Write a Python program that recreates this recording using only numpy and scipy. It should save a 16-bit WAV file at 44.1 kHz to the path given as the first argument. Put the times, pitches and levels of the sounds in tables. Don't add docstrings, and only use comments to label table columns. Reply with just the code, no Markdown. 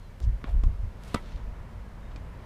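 import sys
import numpy as np
from scipy import signal
from scipy.fft import rfft, irfft
from scipy.io import wavfile
from scipy.ndimage import uniform_filter1d

SR = 44100
rng = np.random.default_rng(int(sys.argv[2]) if len(sys.argv) > 2 else 0)


def log_audio(samples):
    frames = np.atleast_2d(samples).T
    limited = np.clip(frames, -1, 1)
    pcm = np.round(limited * 32767).astype(np.int16)
    wavfile.write(sys.argv[1], SR, pcm)


N = 108045
T = np.arange(N) / SR

HIT_S, CONTACT_S, BOUNCE_S = 1.1435, 0.00474, 0.6398

# f/Hz, relative density/dB
CRACK_SPECTRUM = [(300, 15.5), (600, 4), (1700, -14), (2600, 7), (5000, 5.5), (5500, -2.5), (7800, -2.5),
                  (9800, -3), (10600, -12), (15000, -19), (16000, -38)]
# f/Hz, level/dB, t60/s
BALL_MODES = [(455, -16, 0.0082), (646, -21.5, 0.0085), (1227, -17.5, 0.016)]
# f/Hz, level/dB, t60/s
STRING_MODES = [(928, -56, 0.16), (982, -57.5, 0.23), (1313, -47.5, 0.16), (1660, -58, 0.14),
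                (1820, -63, 0.17), (1978, -46.5, 0.13), (2226, -52.5, 0.14), (2764, -55, 0.1),
                (3220, -55.5, 0.12), (3820, -72, 0.14)]
# f/Hz, level/dB, t60/s
RACKET_MODES = [(153.5, -26.5, 0.072), (291, -24, 0.042), (453, -45, 0.035), (978, -28, 0.043),
                (2010, -36, 0.055), (2670, -35, 0.024), (3145, -42.5, 0.06), (4700, -44, 0.021),
                (7700, -35, 0.016)]
# delay/s, gain/dB
ECHO_TAPS = [(0.013, -9), (0.0183, -24)]
# f/Hz, relative density/dB
SCATTER_SPECTRUM = [(100, 0), (300, -14), (600, 10.5), (1100, 0), (1700, 0), (3500, -4), (6000, -17),
                    (10000, -23), (15500, -34)]
# t/s, click/dB, grit/dB, f_low/Hz, f_top/Hz, grit t60/s, ring/Hz, ring/dB, thud/dB
KNOCK_EVENTS = [(0.4418, -12, -38, 596, 4100, 0.0067, 3700, -53, -31),
                (0.6359, -33, -51.5, 1080, 10500, 0.013, 2610, -51.5, -31.5),
                (2.1605, -33, -52, 1790, 8900, 0.016, 2417, -47, -43.5)]
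# frequency ratio, relative level/dB, t60/s
KNOCK_MODES = [(1, 2, 0.044), (1.3, -4, 0.028), (1.56, -8, 0.024), (1.77, -4.5, 0.022), (1.95, -6.5, 0.026),
               (2.21, -5, 0.022)]
# f/Hz, relative level/dB, t60/s
THUD_MODES = [(246, 8.5, 0.015), (364, -11, 0.0062), (710, -3, 0.008), (1073, -12.5, 0.061),
              (1600, -38, 0.014)]
# t/s, level/dB, f_low/Hz, f_top/Hz
TICK_EVENTS = [(0.203, -21, 100, 3150), (0.4918, -24, 500, 1500), (1.0368, -24, 1800, 5760),
               (1.0795, -32, 2800, 9000)]
# t_peak/s, rise/s, fall/s, level/dB, f_low/Hz, f_top/Hz
SCUFF_EVENTS = [(0.238, 0.017, 0.013, -57.5, 2760, 6600), (0.205, 0.0044, 0.013, -44.5, 129, 410),
                (0.418, 0.0037, 0.0037, -55, 600, 1980), (0.487, 0.029, 0.021, -46.5, 250, 970),
                (.49, 0.021, 0.029, -62, 1600, 4200), (.5, 0.023, 0.024, -72, 6500, 12000),
                (1.075, 0.036, 0.095, -63, 2500, 10900), (1.28, 0.048, 0.092, -59, 1600, 4700),
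                (2.113, 0.0055, 0.014, -65.5, 2400, 4500), (2.41, 0.048, .08, -70, 1810, 4420)]
# t/s, level/dB
GUST_LEVELS = [(0, -42.5), (.19, -47), (.235, -26), (.285, -18), (.32, -28.5), (.35, -26), (.385, -41),
               (.46, -40.5), (.497, -27), (.53, -27), (.545, -17), (.6, -21.5), (.635, -23.5), (.66, -14),
               (.7, -25), (.755, -34.5), (.84, -26), (.93, -43.5), (1.32, -39.5), (1.36, -29.5), (1.4, -45),
               (1.45, -31), (1.51, -34.5), (1.555, -45.5), (1.6, -34.5), (1.68, -48), (1.78, -37.5),
               (1.9, -44), (2.18, -37), (2.45, -45.5)]
# f/Hz, relative density/dB
WIND_SPECTRUM = [(12, -11), (28, 2.5), (52, 5), (70, -3.5), (100, -11), (150, -26.5), (250, -41),
                 (500, -63.5), (1500, -88)]
# t/s, length/s, f_start/Hz, f_end/Hz, level/dB
BIRD_CALLS = [(0.0, 0.094, 4210, 3900, -69), (0.066, 0.092, 2300, 2200, -68.5),
              (1.831, 0.054, 1680, 1570, -61), (2.007, 0.089, 3700, 3670, -68)]
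# f/Hz, relative density/dB
TRAFFIC_SPECTRUM = [(59, -6.5), (100, 2), (129, -9), (162, -8.5), (214, -13.5), (319, -23.5), (429, -21),
                    (668, -23), (791, -27), (956, -23), (1160, -27.5), (2090, -33), (4100, -52.5),
                    (14200, -84), (15500, -80)]
# t/s, relative level/dB
TRAFFIC_LEVELS = [(0.0, -58), (0.48, -54.5), (0.88, -55), (1.14, -52.5), (1.89, -53.5), (2.45, -52)]
# f/Hz, relative density/dB
HISS_SPECTRUM = [(1500, -2.5), (3000, 2), (5200, -3), (7000, -6.5), (10000, -9.5), (13000, -12),
                 (15500, -14.5)]


def stroke(thump_hz=174, push=0.04, pop_delay_s=0.0027, turn_delay_s=0.035):
    snap = from_db(-17) * band(click(HIT_S), 1500, 3420)
    u = (np.pi * thump_hz * (T - HIT_S - CONTACT_S)) ** 2
    thump = from_db(-14.5) * (1 - 2 * u + push) * np.exp(-u)
    crack = from_db(-31.5) * evened(noise(CRACK_SPECTRUM), CONTACT_S)
    crack *= decay(HIT_S, t60_s=0.0097, hold_s=CONTACT_S)
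    pop = ring(HIT_S + pop_delay_s, BALL_MODES)
    turn_db = 16 * swell(HIT_S + turn_delay_s, 0.0081, 0.0058)
    strings = ring(HIT_S, STRING_MODES) * from_db(turn_db)
    return snap + thump + crack + pop + ring(HIT_S, RACKET_MODES) + strings


def reflections(direct, cutoff_hz=1800):
    dull = signal.sosfilt(signal.butter(1, cutoff_hz, fs=SR, output="sos"), direct + 1e-18)
    echoes = sum(from_db(db) * np.interp(T - delay_s, T, dull) for delay_s, db in ECHO_TAPS)
    scatter = from_db(-37) * noise(SCATTER_SPECTRUM) * decay(HIT_S + CONTACT_S, t60_s=0.11)
    return echoes + scatter


def swish():
    return from_db(-55) * band_noise(500, 4500) * swell(HIT_S, rise_s=0.082, fall_s=0.042)


def bounce():
    return from_db(-22.5) * ring(BOUNCE_S, BALL_MODES)


def knocks(thud_delay_s=0.00114):
    out = np.zeros(N)
    for t_s, click_db, grit_db, low_hz, top_hz, grit_t60_s, ring_hz, ring_db, thud_db in KNOCK_EVENTS:
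        envelope = decay(t_s, grit_t60_s) + from_db(-9.5) * decay(t_s, t60_s=0.12)
        grit = from_db(grit_db) * evened(band_noise(low_hz, top_hz), window_s=0.001) * envelope
        modes = [(ring_hz * ratio, ring_db + db, t60_s) for ratio, db, t60_s in KNOCK_MODES]
        contact = from_db(click_db) * click(t_s) + grit + ring(t_s, modes)
        out += band(band(contact, low_hz, top_hz), low_hz, top_hz)
        out += from_db(thud_db) * ring(t_s + thud_delay_s, THUD_MODES)
    return out


def ticks():
    return sum(from_db(db) * band(click(t_s), low_hz, top_hz, order=1)
               for t_s, db, low_hz, top_hz in TICK_EVENTS)


def scuffs(catch_rate_hz=330, catch_depth_db=2.5):
    out = np.zeros(N)
    for peak_s, rise_s, fall_s, db, low_hz, top_hz in SCUFF_EVENTS:
        friction = rng.standard_normal(N)
        catch_db = catch_depth_db * np.interp(T * catch_rate_hz, np.arange(N), rng.standard_normal(N))
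        grit = rms_one(band(friction * from_db(catch_db), low_hz, top_hz))
        out += from_db(db) * grit * swell(peak_s, rise_s, fall_s)
    return out


def wind():
    gust_db = np.interp(T, *np.transpose(GUST_LEVELS))
    return from_db(gust_db) * evened(noise(WIND_SPECTRUM), window_s=0.035)


def birds():
    out = np.zeros(N)
    for t_s, length_s, start_hz, end_hz, db in BIRD_CALLS:
        progress = np.clip((T - t_s) / length_s, 0, 1)
        envelope = np.sqrt(np.abs(np.sin(np.pi * progress)))
        pitch_hz = start_hz + (end_hz - start_hz) * progress ** 2
        out += from_db(db) * envelope * np.sin(2 * np.pi * np.cumsum(pitch_hz) / SR)
    return out


def traffic():
    level_db = 6.5 + np.interp(T, *np.transpose(TRAFFIC_LEVELS))
    return from_db(level_db) * rms_one(band(noise(TRAFFIC_SPECTRUM), 120, 5300))


def hiss():
    return from_db(-67) * noise(HISS_SPECTRUM)


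def from_db(db):
    return 10 ** (np.asarray(db) / 20)


def rms_one(x):
    return x / np.sqrt(np.mean(x ** 2) + 1e-20)


def noise(spectrum):
    hz, db = np.transpose(spectrum)
    bins_hz = np.maximum(np.arange(N // 2 + 1) * SR / N, 1)
    gain = from_db(np.interp(np.log(bins_hz), np.log(hz), db))
    return rms_one(irfft(rfft(rng.standard_normal(N)) * gain, N))


def band(x, low_hz, top_hz, order=2):
    top_hz = np.clip(top_hz, low_hz + 10, SR / 2 - 10)
    return signal.sosfilt(signal.butter(order, [low_hz, top_hz], "band", fs=SR, output="sos"), x + 1e-18)


def band_noise(low_hz, top_hz):
    return rms_one(band(band(rng.standard_normal(N), low_hz, top_hz), low_hz, top_hz))


def evened(x, window_s):
    size = max(int(window_s * SR), 2)
    power = uniform_filter1d(uniform_filter1d(x ** 2, size), size)
    return x / np.sqrt(power + 1e-9)


def click(start_s):
    return 1. * (np.arange(N) == int(start_s * SR))


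def decay(start_s, t60_s, hold_s=0):
    return (T >= start_s) * from_db(-60 * np.maximum(T - start_s - hold_s, 0) / t60_s)


def swell(peak_s, rise_s, fall_s):
    return np.exp(-.5 * ((T - peak_s) / np.where(T < peak_s, rise_s, fall_s)) ** 2)


def ring(start_s, modes):
    return sum(from_db(db) * decay(start_s, t60_s) * np.sin(2 * np.pi * hz * (T - start_s))
               for hz, db, t60_s in modes)


def scene():
    direct = stroke()
    play = direct + reflections(direct) + swish() + bounce() + knocks() + ticks() + scuffs()
    return (play + wind() + birds() + traffic() + hiss())[None]


def record(dry):
    cutoff_hz = 15400
    return signal.sosfilt(signal.ellip(10, .1, 80, cutoff_hz, fs=SR, output="sos"), dry)


dry = scene()
out = record(dry)
log_audio(out)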